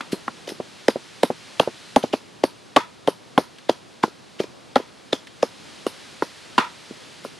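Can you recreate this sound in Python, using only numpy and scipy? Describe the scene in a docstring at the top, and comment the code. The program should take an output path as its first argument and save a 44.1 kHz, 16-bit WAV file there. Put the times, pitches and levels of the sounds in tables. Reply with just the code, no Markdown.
"""A light tap on clay and a few soft knocks, then steady pounding: a wooden pestle crushes chilies in a
clay mortar that stands on leaves outdoors. Each blow crunches through the pods and thuds on the floor of
the bowl; it often bounces, and now and then rings the clay wall. A faint hiss of the grove and a low
rumble lie underneath. The hardest blows drive the limiter."""
import sys
import numpy as np
from scipy.fft import rfft, irfft, next_fast_len
from scipy.io import wavfile
from scipy.ndimage import uniform_filter1d, minimum_filter1d, map_coordinates

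SR = 44100
rng = np.random.default_rng(int(sys.argv[2]) if len(sys.argv) > 2 else 0)


def wrap_up_sound(samples):
    """Save the sound to the file named by the first command line argument, as 16-bit audio."""
    columns = np.atleast_2d(samples).T
    # keep every value between -1 and 1, then stretch to whole-number steps
    tamed = np.clip(columns, -1, 1)
    steps = np.round(tamed * 32767).astype(np.int16)
    wavfile.write(sys.argv[1], SR, steps)


N = 325889

# blows cushioned by the chili paste (time [s], level [dB], contact pitch [Hz])
PADDED_BLOWS = [(0.13, -8.5, 257), (0.1407, -19.5, 310), (0.28, -13.5, 1070), (0.478, -20, 400),
                (0.496, -24.5, 326), (0.507, -32, 484), (0.5194, -20, 305), (0.8842, 1, 437),
                (1.2335, 1, 420), (1.237, -10, 630), (1.5991, 5, 525), (1.632, -24, 700),
                (1.9629, 4.5, 512), (1.9665, -1.5, 610), (2.134, -9.5, 390), (2.138, -8.5, 550),
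                (2.4376, 0.5, 440), (2.763, 3, 465), (2.769, 2.5, 620), (3.076, -7, 570), (3.0825, -3, 432),
                (3.3771, 3.5, 760), (3.3839, -3, 453), (3.6943, 0.5, 463), (4.0368, -2.5, 798),
                (4.038, -9, 310), (4.079, -26, 307), (4.4016, -5.5, 334), (4.4404, -20.5, 343),
                (4.7596, 5, 555), (4.761, -1, 1157), (4.7635, -5.5, 577), (4.7996, -17, 390),
                (5.13, -5.5, 405), (5.43, -1.5, 449), (5.8652, -8.5, 387), (5.866, -17.5, 990),
                (6.2226, -12, 902), (6.2226, -7.5, 388), (6.5852, -11, 617), (6.9091, -21, 257),
                (7.249, -20, 470), (7.2495, -28, 880), (7.259, -29, 330)]
# blows on bare clay, and at 5.13 s a bright clink of the pestle itself (time [s], level [dB], contact pitch
# [Hz], push t60 [ms], wall ring re blow [dB])
BARE_BLOWS = [(0.007, -17.5, 1270, 7.7, -21), (2.766, -1.5, 1143, 31, -20), (5.13, -12, 3500, 14, -26.5),
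              (6.5806, 1.5, 1002, 22, -17.5)]
# the pestle bounces and lands again, heel then toe (time [s], level [dB])
BOUNCES = [(0.6008, -13), (0.9582, -10), (1.302, -6), (1.675, -7.5), (2.038, -5.5)]
# modes of the bowl's floor (pitch [Hz], level [dB], unchoked t60 [s])
BOWL_MODES = [(394.3, 1, 0.022), (551, -12.5, 0.027), (830, 1, 0.028), (1055, -3, 0.052), (1404, 0, 0.047),
              (1900, 0.5, 0.029)]
# resonances of the clay wall (centre [Hz], width [Hz], level [dB])
WALL_BANDS = [(750, 900, -4.5), (970, 190, 7.5), (1228, 310, 3), (1345, 590, -5), (1760, 1350, -4),
              (2390, 190, -9.5), (3330, 320, 2)]
# pods being crushed (peak time [s], level [dB], swell [ms], fade t60 [ms], pitch [Hz], treble [dB])
POD_CRUNCHES = [(0.1248, -30, 7.4, 79, 4220, -2.5), (0.4752, -34, 2.1, 6, 2940, -29),
                (0.4909, -30.5, 2.4, 31, 5100, -8), (0.8834, -10.5, 1.45, 12, 4810, -17),
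                (1.2342, -15.5, 3.5, 11, 3830, -6), (1.5997, -5, 3.1, 2.7, 2900, -18),
                (1.9617, -13, 1.4, 13, 6150, -7), (2.0327, -32.5, 7.5, 20, 3060, -36),
                (2.135, -25.5, 8, 45, 2610, -24), (2.4409, -19, 5.4, 2.2, 4480, -10.5),
                (2.7647, -5, 2.44, 26, 1800, -38), (3.0788, -21, 5.2, 5.2, 3150, -11.5),
                (3.3789, -6.5, 1.25, 8.8, 1910, -16), (3.6977, -20.5, 8.4, 7, 3330, -36),
                (4.0355, -22, 6.5, 40, 1530, -35), (4.4021, -30, 13, 26, 2450, -32),
                (4.7592, -18.5, 3.2, 46, 3320, -27), (5.132, -18.5, 5.7, 9.1, 3510, -40),
                (5.4291, -20, 3.3, 4.2, 5030, -21), (5.868, -24, 2.9, 4.6, 3000, -7),
                (6.2233, -28, 1.6, 7.8, 1920, -21), (6.582, -13, 2.2, 29, 2880, -31),
                (7.2432, -47, 5.8, 29, 3000, -11)]
# faint ticks, some just after a blow (peak time [s], level [dB], pitch [Hz])
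FAINT_TICKS = [(0.0094, -28, 1930), (0.28, -33, 1700), (0.5028, -36, 4930), (0.9037, -31, 3100),
               (1.253, -34, 3280), (1.619, -35, 3420), (3.586, -39.5, 2000), (4.4362, -36, 4820),
               (5.272, -36, 2040)]
# resonances of the wooden pestle (centre [Hz], width [Hz], level [dB])
PESTLE_BANDS = [(1920, 1670, 8), (2910, 1760, 6), (4900, 1050, -24)]
# level ride of the outdoor bed (time [s], rumble level [dB], hiss level [dB])
GROVE_LEVELS = [(0, -43.5, -47.5), (1.002, -45.5, -47), (1.9, -46.5, -44.5), (2.05, -45, -48.5),
                (2.16, -46, -51.5), (3.5, -46.5, -52.5), (5.3, -46, -51.5), (5.7, -44, -45),
                (6.401, -47.5, -45.5), (7.39, -44.5, -47)]
# tone curve of the low rumble (frequency [Hz], relative level [dB])
RUMBLE_SPECTRUM = [(18, -48), (40, -6), (110, 1), (300, -4.5), (600, -9.5), (1200, -15), (3000, -41)]
# tone curve of the grove's hiss (frequency [Hz], relative level [dB])
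HISS_SPECTRUM = [(200, -9), (700, -6), (1500, -1.5), (4200, -1), (7000, -9.5), (10500, -15), (16500, -42)]

PADDED_T60_MS, PADDED_REF_HZ = 8.7, 490  # decay of the push at this pitch; higher contacts die sooner
SAG_SHARE, SAG_S = 1.1, .0008  # a padded push starts this share sharp and sinks as the paste spreads
HEEL_HZ, TOE_HZ, BOUNCE_T60_MS, TOE_DELAY_S, TOE_DB = 488, 373, 7.9, .00808, -16
PADDED_RING_DB, BOUNCE_RING_DB, GROUND_DB = -37, -47, -10  # wall ring and ground thump, re the blow
BOWL_MIX, BOWL_CHOKE_S = .45, .035  # the resting pestle stills the bowl's ring in this time
TICK_SWELL_MS, TICK_FADE_MS, TICK_TREBLE_DB = 1.7, 34, -14
CRUMBS_DB, CRUMBS_DB_PER_DB, MUTE_DB = -30.5, .26, -99  # louder crunches shed more crumbs
LOW_CUT_HZ, HIGH_CUT_HZ, TOP_HZ = 95, 12000, 16300
LIMITER_CEILING, LIMITER_SAMPLES = .995, 61


def contacts():
    """Pestle on clay (time [s], level [dB], pitch [Hz], t60 [ms], wall ring [dB], pitch sag [share])."""
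    padded = [(s, db, hz, PADDED_T60_MS * (PADDED_REF_HZ / hz) ** .3, PADDED_RING_DB, SAG_SHARE)
              for s, db, hz in PADDED_BLOWS]
    bare = [(*blow, 0) for blow in BARE_BLOWS]
    heels = [(s, db, HEEL_HZ, BOUNCE_T60_MS, BOUNCE_RING_DB, 0) for s, db in BOUNCES]
    toes = [(s + TOE_DELAY_S, db + TOE_DB, TOE_HZ, BOUNCE_T60_MS, BOUNCE_RING_DB, 0) for s, db in BOUNCES]
    return padded + bare + heels + toes


def pestle_thuds():
    """A short push at the contact pitch drives the nearest bowl modes, the wall and the leafy ground."""
    out, t = np.zeros((2, N + SR)), np.arange(SR // 4) / SR
    for s, db, hz, t60_ms, wall_db, sag in contacts():
        cycles = hz * (t + sag * SAG_S * (1 - np.exp(-t / SAG_S)))
        push = np.sin(2 * np.pi * cycles) * amp(-60 * (1e3 * t / t60_ms) ** 1.7)
        drive_db = lambda mode_hz: -16 * np.log2(mode_hz / hz) ** 2  # distant modes barely speak
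        bowl = sum(amp(mode_db + drive_db(mode_hz) + rng.normal(0, 1) - 60 * t / mode_t60)
                   * np.sin(2 * np.pi * mode_hz * t + rng.normal(0, .62))
                   for mode_hz, mode_db, mode_t60 in BOWL_MODES)
        choke = amp(-60 * (t / BOWL_CHOKE_S) ** 2)
        attack = 1 - np.exp(-(2 * hz * t) ** 2)  # the paste rounds the transient
        knock = attack * (push + BOWL_MIX * bowl * choke)
        knock /= np.abs(knock).max()
        clay = lambda f: sum(amp(band_db + .19 * drive_db(centre)) * resonance(f, centre, width) ** 2
                             for centre, width, band_db in WALL_BANDS)
        wall = stereo_noise(len(t), clay, correlation=.65)  # rough clay rattles rather than sings
        wall *= amp(wall_db - 60 * t / .24)
        thump = np.sin(2 * np.pi * 250 * t) * (1 - np.exp(-t / .001))  # the mortar's foot on the ground
        thump *= amp(GROUND_DB - 60 * (t / .024) ** 1.7)
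        leaves = stereo_noise(len(t), lambda f: resonance(f, 300, 515) ** 2, correlation=.98)
        leaves *= amp(-16 - 60 * t / .07)
        scatter = stereo_noise(len(t), lambda f: resonance(f, hz, 1000) ** 2, correlation=-1)
        scatter *= amp(-21 - 60 * t / .03)
        mix_in(out, s, amp(db) * (knock + thump + attack * (wall + leaves + scatter)))
    return out[:, :N]


def crunches_and_ticks():
    """Pods break in a swelling burst of grains, coloured by the wood; faint ticks share that texture."""
    lead_s = .03  # room for the swell ahead of the peak
    out, t = np.zeros((2, N + SR)), np.arange(SR // 5) / SR - lead_s
    crunches = [(s, db, *tone, CRUMBS_DB + CRUMBS_DB_PER_DB * db) for s, db, *tone in POD_CRUNCHES]
    ticks = [(s, db, TICK_SWELL_MS, TICK_FADE_MS, hz, TICK_TREBLE_DB, MUTE_DB)
             for s, db, hz in FAINT_TICKS]
    wood = lambda f: sum(amp(db) * resonance(f, centre, width) ** 2 for centre, width, db in PESTLE_BANDS)
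    for s, db, swell_ms, t60_ms, hz, treble_db, crumbs_db in crunches + ticks:
        colour = lambda f: (.5 * wood(f) + resonance(f, hz, 980) ** 2
                            + amp(treble_db) * resonance(f, 3800, 5500))
        swell = amp(-16 * np.abs(1e3 * t / swell_ms) ** 1.88)
        envelope = np.where(t < 0, swell, amp(-60e3 * t / t60_ms))
        noise = rng.standard_normal(len(t))
        grains_db = 3.5 * rng.exponential(size=len(t)) * (rng.random(len(t)) < .2)  # scattered spikes
        burst = envelope * filtered(noise * amp(grains_db), colour)
        burst *= np.linalg.norm(envelope) / np.linalg.norm(burst)
        side = .1 * envelope * stereo_noise(len(t), colour, correlation=-1)
        mix_in(out, s - lead_s, amp(db) * (burst + side) + amp(crumbs_db) * crumbs(t, hz, treble_db))
    return out[:, :N]


def crumbs(t, hz, treble_db):
    """Crumbs trickle back in clumps for a moment after the pod breaks at t = 0."""
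    colour = lambda f: (1.56 * resonance(f, hz, 400) ** 2 + resonance(f, 4360, 3600) ** 2
                        + amp(treble_db / 2) * resonance(f, 9060, 5200) ** 2)
    rustle = stereo_noise(len(t), colour, correlation=.88)
    clumps_db = 1.53 * map_coordinates(rng.standard_normal(60), [np.linspace(0, 59, len(t))])
    fade_db = -60 * t / .22 - 9.2 * (t / .22) ** 2
    return rustle * (t > 0) * amp(clumps_db + fade_db)


def grove():
    """The outdoor bed: a wide low rumble and a centred hiss, each wavering a little."""
    times, rumble_db, hiss_db = np.transpose(GROVE_LEVELS)
    t = np.arange(N) / SR
    rumble_gain = amp(np.interp(t, times, rumble_db) + wobble(rate_hz=6))
    rumble = stereo_noise(N, tone_curve(RUMBLE_SPECTRUM), correlation=-.1)
    hiss_gain = amp(np.interp(t, times, hiss_db) + .4 * wobble(rate_hz=5))
    hiss = stereo_noise(N, tone_curve(HISS_SPECTRUM), correlation=.9)
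    return rumble_gain * rumble + hiss_gain * hiss


def amp(db):
    """Decibels to linear gain."""
    return 10 ** (np.asarray(db) / 20)


def filtered(x, response):
    """Pass x through a complex frequency response."""
    size = next_fast_len(x.shape[-1] + 8192)
    return irfft(rfft(x, size) * response(np.fft.rfftfreq(size, 1 / SR)), size)[..., :x.shape[-1]]


def resonance(f, hz, width):
    """Band-pass response with unity gain at hz."""
    return 1j * f * width / (hz * hz - f * f + 1j * f * width)


def tone_curve(points):
    """An EQ curve drawn through (frequency [Hz], level [dB]) points."""
    hz, db = np.transpose(points)
    return lambda f: amp(np.interp(np.log(f + 1), np.log(hz), db))


def wobble(rate_hz):
    """Smooth random modulation."""
    knots = rng.standard_normal(int(N * rate_hz / SR) + 4)
    return map_coordinates(knots, [np.arange(N) * rate_hz / SR])


def stereo_noise(n, response, correlation):
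    """Coloured noise of rms 1; correlation 1 is mono, 0 wide, -1 all side."""
    angle = np.arccos(correlation) / 2
    mid, side = filtered(rng.standard_normal((2, n)), response) * [[np.cos(angle)], [np.sin(angle)]]
    noise = np.array([mid + side, mid - side])
    return noise / np.sqrt(np.mean(noise ** 2) + 1e-20)


def mix_in(out, s, sound):
    """Drop a sound onto the track at s seconds."""
    start = round(s * SR)
    out[:, max(start, 0):start + sound.shape[1]] += sound[:, max(-start, 0):]


def scene():
    """Thuds and crunches up front, the grove behind."""
    return pestle_thuds() + crunches_and_ticks() + grove()


def record(dry):
    """The microphone sheds deep bass and high treble; a fast limiter holds the loud blows."""
    low_cut = lambda f: (1j * f / (LOW_CUT_HZ + 1j * f)) ** 3
    high_cut = lambda f: 1 / (1 + (f / HIGH_CUT_HZ) ** 36) ** .5 + amp(-32)
    heard = filtered(dry, lambda f: low_cut(f) * high_cut(f))
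    safe_gain = np.minimum(1, LIMITER_CEILING / (np.abs(heard).max(axis=0) + 1e-9))
    gain = uniform_filter1d(minimum_filter1d(safe_gain, LIMITER_SAMPLES), LIMITER_SAMPLES)
    return filtered(heard * gain, lambda f: f < TOP_HZ)  # brick-wall band limit


dry = scene()
out = record(dry)
wrap_up_sound(out)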